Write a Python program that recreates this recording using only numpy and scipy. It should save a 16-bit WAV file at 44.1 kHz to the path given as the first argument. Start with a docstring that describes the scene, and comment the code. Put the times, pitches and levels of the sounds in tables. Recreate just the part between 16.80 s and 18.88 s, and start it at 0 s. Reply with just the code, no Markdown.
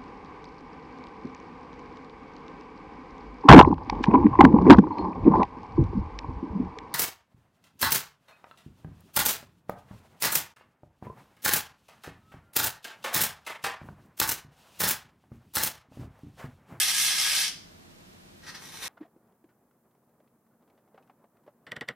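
"""Tiny sparks hiss between a foil cup and a hand-held needle, close to a stereo microphone in a small room.
Thousands of random snaps a second gather into a strong and a weaker bunch in every mains cycle.
The arc breaks and the room rings out over household hum, which is steady shaped noise.
The needle brushes the foil in swells of dull crinkles, then a fainter arc of the same snaps grows."""
import sys
import numpy as np
from scipy import signal
from scipy.fft import rfft, irfft
from scipy.io import wavfile

SR = 44100
rng = np.random.default_rng(int(sys.argv[2]) if len(sys.argv) > 2 else 0)


def rack_gain(trim_db):
    """Turn a fader trim in dB into the linear factor to multiply a signal by."""
    fader = np.asarray(trim_db, float)
    return 10 ** (fader / 20)


def dump(signal):
    """Clip the signal to [-1, 1] and save it as 16-bit WAV at the path in sys.argv[1]."""
    limited = np.clip(np.atleast_2d(signal).T, -1, 1)
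    pcm = np.round(limited * 32767).astype(np.int16)
    wavfile.write(sys.argv[1], SR, pcm)


N = 91772
TIME_S = np.arange(N) / SR


def curve(table, hz):
    """Read a table at hz, in straight lines over log frequency."""
    table = np.array(table, float)
    return np.interp(np.log(np.maximum(hz, 1)), np.log(table[:, 0]), table[:, 1])


def colour(x, table):
    """Shape the spectrum with a minimum-phase filter, so nothing sounds ahead of a snap; rms 1 out."""
    gain_db = curve(table, np.fft.rfftfreq(2048, 1 / SR))
    cepstrum = irfft(np.log(rack_gain(gain_db)))
    # folding the cepstrum onto positive time makes the filter causal
    cepstrum[1:1024] *= 2
    cepstrum[1025:] = 0
    impulse = irfft(np.exp(rfft(cepstrum)))
    y = signal.fftconvolve(x, impulse)[:len(x)]
    return y / y.std()


def clicks(rate, scatter_db):
    """Random one-sample snaps of either sign, sizes spread evenly in dB over scatter_db."""
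    chance = rng.random((3, N))
    happens = chance[0] < rate / SR
    sign = np.sign(chance[1] - .5)
    return happens * sign * rack_gain(-scatter_db * chance[2])


def half_octave(hz, centre):
    """Triangular band weight; neighbours half an octave apart sum to one."""
    return np.clip(1 - 2 * abs(np.log2(np.maximum(hz, 1) / centre)), 0, 1)


def through(x, response):
    """Convolve with each response; a mirrored lead-in makes the tails start full, as of a sound under way."""
    size = response.shape[1]
    led_in = np.r_[x[size:0:-1], x]
    return signal.fftconvolve(led_in[None], response, axes=1)[:, size:size + N]


# Tone of the background. Each row: frequency in Hz, relative noise density in dB.
HUM_TONE = [(21, -52), (36, -1), (65, -16), (85, -2.5), (122, -8), (174, 0), (230, -7.5), (289, -6.5),
            (312, -13.5), (345, -3.5), (382, -14), (480, -13), (560, -18.5), (619, -14.5), (686, -17),
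            (840, -18.5), (978, -20), (1710, -23), (2700, -24), (4160, -24), (15600, -35.5)]
# Width of the background. Each row: frequency in Hz, side minus mid in dB.
HUM_WIDTH = [(60, -7), (110, -7), (200, -6), (380, -1), (700, 5), (1290, 5), (2380, 5), (4400, 1.5),
             (8120, 1), (15000, 0)]


def hum():
    """Steady household rumble in the room's low resonances, over wide microphone hiss: shaped noise."""
    mid_rms_db, left_db = -55, -0.2  # the right side gets the opposite of left_db
    hz = np.fft.rfftfreq(N, 1 / SR)
    mid_gain = rack_gain(curve(HUM_TONE, hz))
    gains = np.array([mid_gain, mid_gain * rack_gain(curve(HUM_WIDTH, hz))])
    mid, side = irfft(rfft(rng.standard_normal((2, N))) * gains, N)
    stereo = np.array([(mid + side) * rack_gain(left_db), (mid - side) * rack_gain(-left_db)])
    return rack_gain(mid_rms_db) / mid.std() * stereo


# Decay of the room. 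Each row: frequency in Hz, time to fall 60 dB in seconds.
ROOM_DECAY = [(500, .45), (1500, 0.49), (3000, 0.46), (6000, 0.51), (9000, 0.28), (12000, .3),
              (15000, 0.32)]
# Width of the room. Each row: frequency in Hz, side minus mid in dB.
ROOM_WIDTH = [(400, -10.5), (1000, -6), (1600, -16), (2300, -2), (4000, -3), (7000, 2), (10000, -6.5),
              (15000, 1)]


def room(x):
    """Reverb as mid and side noise tails, each half-octave dying at its own rate."""
    level_db, gap_s = -4, 0.0022  # gap: silence ahead of the tail
    early_db, early_t60_s = 7.5, .1  # nearby walls add a strong, short start to the tail
    size = SR // 2
    t, hz = np.arange(size) / SR, np.fft.rfftfreq(size, 1 / SR)
    noise = rfft(rng.standard_normal((2, size)))
    tails = 0
    for centre in 250 * 2 ** np.arange(0, 6.1, .5):
        t60 = curve(ROOM_DECAY, centre)
        band = irfft(noise * half_octave(hz, centre), size)
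        band[1] *= rack_gain(curve(ROOM_WIDTH, centre))
        # the root evens out the energy of long and short decays
        tails = tails + band * 1000. ** (-t / t60) * np.sqrt(2 * np.log(1000) / t60 / SR)
    early = 1 + rack_gain(early_db) * 1000. ** (-t / early_t60_s)
    mid, side = through(x, tails * (t > gap_s) * early)
    return rack_gain(level_db) * np.array([mid + side, mid - side])


# Narrow resonances within the hiss. Each row: frequency in Hz, relative level in dB.
RESONANCES = [(1680, -47), (2089, -48), (2369, -50), (3295, -49), (3408, -49), (3542, -46), (4156, -49),
              (4613, -45), (4673, -48), (5136, -48), (5378, -49), (5491, -46), (5701, -51), (6412, -52)]


def rings(snaps):
    """Narrow resonances rung by the bare snaps: decaying sines, equal on both sides."""
    t60_s, level_db = 0.09, 30.5
    t = np.arange(int(SR * .3)) / SR
    tones = sum(rack_gain(db) * np.sin(2 * np.pi * hz * t + 2 * np.pi * rng.random()) for hz, db in RESONANCES)
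    ring = tones * 1000. ** (-t / t60_s)
    ring *= np.sqrt(4 * np.log(1000) / t60_s / SR)  # unit energy for a tone of amplitude 1
    return rack_gain(level_db) * through(snaps, ring[None])[0]


# Needle strokes on the foil. Each row: crest in seconds, relative level in dB,
# rise and fall time constants in seconds.
BRUSH_STROKES = [(1.639, -51.5, .015, 0.018), (1.67, -42, 0.007, 0.0089), (1.69, -38.5, 0.0091, .015),
                 (1.753, -37, 0.0072, 0.0046), (1.775, -48, 0.0092, 0.012)]
# Tone of crinkling foil. Each row: frequency in Hz, relative density in dB.
FOIL_TONE = [(240, -41), (400, -17), (466, -25), (511, -12), (596, -17.5), (738, -9.5), (958, -15.5),
             (1000, 4), (1080, -24), (1190, -8), (1690, -5), (1820, -3), (2300, -14), (3220, -11.5),
             (6030, -12.5), (7030, -23.5), (9700, -23), (13600, -30), (15600, -59)]


def foil():
    """The needle brushes the foil: each stroke is an exponential swell of dull crinkles."""
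    crinkles_per_s, scatter_db = 3300, 21
    swell = 0
    for crest, db, rise, fall in BRUSH_STROKES:
        swell = swell + rack_gain(db) * np.exp(np.minimum((TIME_S - crest) / rise, (crest - TIME_S) / fall))
    return swell * colour(clicks(crinkles_per_s, scatter_db), FOIL_TONE)


def drifting(x):
    """The colour shifts as the arc wanders: each half-octave wavers on its own."""
    drift_db, drift_per_s = 0.5, 13.85  # spread of the random levels, new levels per second
    hz, spectrum = np.fft.rfftfreq(N, 1 / SR), rfft(x)
    hold = int(SR / drift_per_s)
    out = 0
    for centre in 125 * 2 ** np.arange(0, 7.6, .5):
        band = irfft(spectrum * half_octave(hz, centre), N)
        waver = np.interp(np.arange(N) / hold, np.arange(128), rng.standard_normal(128))
        out = out + band * rack_gain(drift_db * waver)
    return out


# Bunching of the snaps. Each row: place in the mains cycle from 0 to 1,
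# half-width in cycles where the lift has fallen to 1/e, lift in dB.
MAINS_BUNCHES = [(0.0, .11, 8), (.4, .06, 3)]


def arc(rows, crest_s, on, tone):
    """Snaps swell with the mains and turn brighter or duller as the gap changes; gives hiss and bare snaps."""
    snaps_per_s, scatter_db, mains_hz, treble_hz = 4000, 15.5, 60, 7000
    start_s, level_db, treble_db = np.array(rows, float).T
    cycle = (TIME_S - crest_s) * mains_hz
    bunch_db = 0
    for place, width, db in MAINS_BUNCHES:
        distance = (cycle - place + .5) % 1 - .5
        bunch_db = bunch_db + db * np.exp(-(distance / width) ** 2)
    snaps = clicks(snaps_per_s, scatter_db) * rack_gain(bunch_db)
    hiss = drifting(colour(snaps, tone))
    gain = rack_gain(np.interp(TIME_S, start_s, level_db)) * np.clip(on, 0, 1)
    low = signal.sosfiltfilt(signal.butter(2, treble_hz, fs=SR, output="sos"), hiss)
    treble = (hiss - low) * rack_gain(np.interp(TIME_S, start_s, treble_db))
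    return (low + treble) * gain, snaps / snaps.std() * gain


# The fainter arc growing. Each row: time in seconds, relative level in dB, extra treble level in dB.
FAINT_ARC = [(1.8, -54, 0), (1.84, -48, 0), (1.91, -49, 0), (1.94, -46, 0), (2.005, -44.5, 0.0045),
             (2.028, -35.5, 0), (2.08, -38.5, 0)]
# Tone of the fainter arc. Each row: frequency in Hz, relative density in dB.
FAINT_TONE = [(240, -34), (400, -8), (643, -7), (727, -6.5), (1380, -4), (1690, -1.5), (2890, -7),
              (3930, -4), (4510, -10), (5940, -3.5), (7250, -13.5), (10000, -8.5), (15600, -20.5)]


def faint_arc():
    """A weaker arc that fades in linearly ahead of its first row."""
    fade_in_s = 0.036
    on = (TIME_S - FAINT_ARC[0][0]) / fade_in_s + 1
    return arc(FAINT_ARC, 1.8893, on, FAINT_TONE)[0]


# The main arc burning. Each row: time in seconds, relative level in dB, extra treble level in dB.
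MAIN_ARC = [(0, -24, 4), (.05, -29, -1), (.09, -25.5, -1.5), (.125, -30, 0), (.16, -27.5, 2),
            (.23, -26.5, 3.5), (.29, -26.5, -2), (.35, -28, -1.5), (.4, -26.5, 0), (.48, -27, -1.5),
            (.55, -26.5, 0), (.62, -27.5, 0), (.66, -29.5, -6), (.68, -32.5, -8), (.695, -35.5, -8)]
# Tone of the main arc. Each row: frequency in Hz, relative density in dB.
MAIN_TONE = [(220, -62.5), (380, -37), (424, -19.5), (560, -28), (596, -13), (645, -28), (753, -8.5),
             (853, -23.5), (922, -11), (1080, -14), (1240, -5.5), (1400, -12), (1660, -1.5), (1940, -7),
             (2070, -3.5), (2490, -4.5), (3050, -2), (3300, -1), (4360, -5), (4570, -2), (5340, -3),
             (7280, -8.5), (9490, -4.5), (11600, -9), (15600, -20.5)]


def main_arc():
    """The bright arc, burning from the start and breaking off just after its last row."""
    break_s = 0.0033
    on = (MAIN_ARC[-1][0] - TIME_S) / break_s + 1
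    return arc(MAIN_ARC, .9995, on, MAIN_TONE)


def scene():
    """Direct sound reaches the left side a touch late; room, rings and hum surround it."""
    left_late_s = .00002
    hiss, snaps = main_arc()
    source = (hiss + faint_arc() + foil()) * rack_gain(-3.0)
    lag = np.exp(-2j * np.pi * np.fft.rfftfreq(N, 1 / SR) * left_late_s)
    direct = np.array([irfft(rfft(source) * lag, N), source])
    return direct + room(source) + rings(snaps) + hum()


def roll_off(x):
    """The treble ends steeply here."""
    return signal.sosfilt(signal.butter(12, 15780, fs=SR, output="sos"), x)


def record(dry):
    """A steep elliptic low-pass cuts the top above 15420 Hz."""
    top_cut = signal.ellip(10, .2, 70, 15420, fs=SR, output="sos")
    mix = signal.sosfilt(top_cut, dry)
    return roll_off(mix)


dry = scene()
out = record(dry)
dump(out)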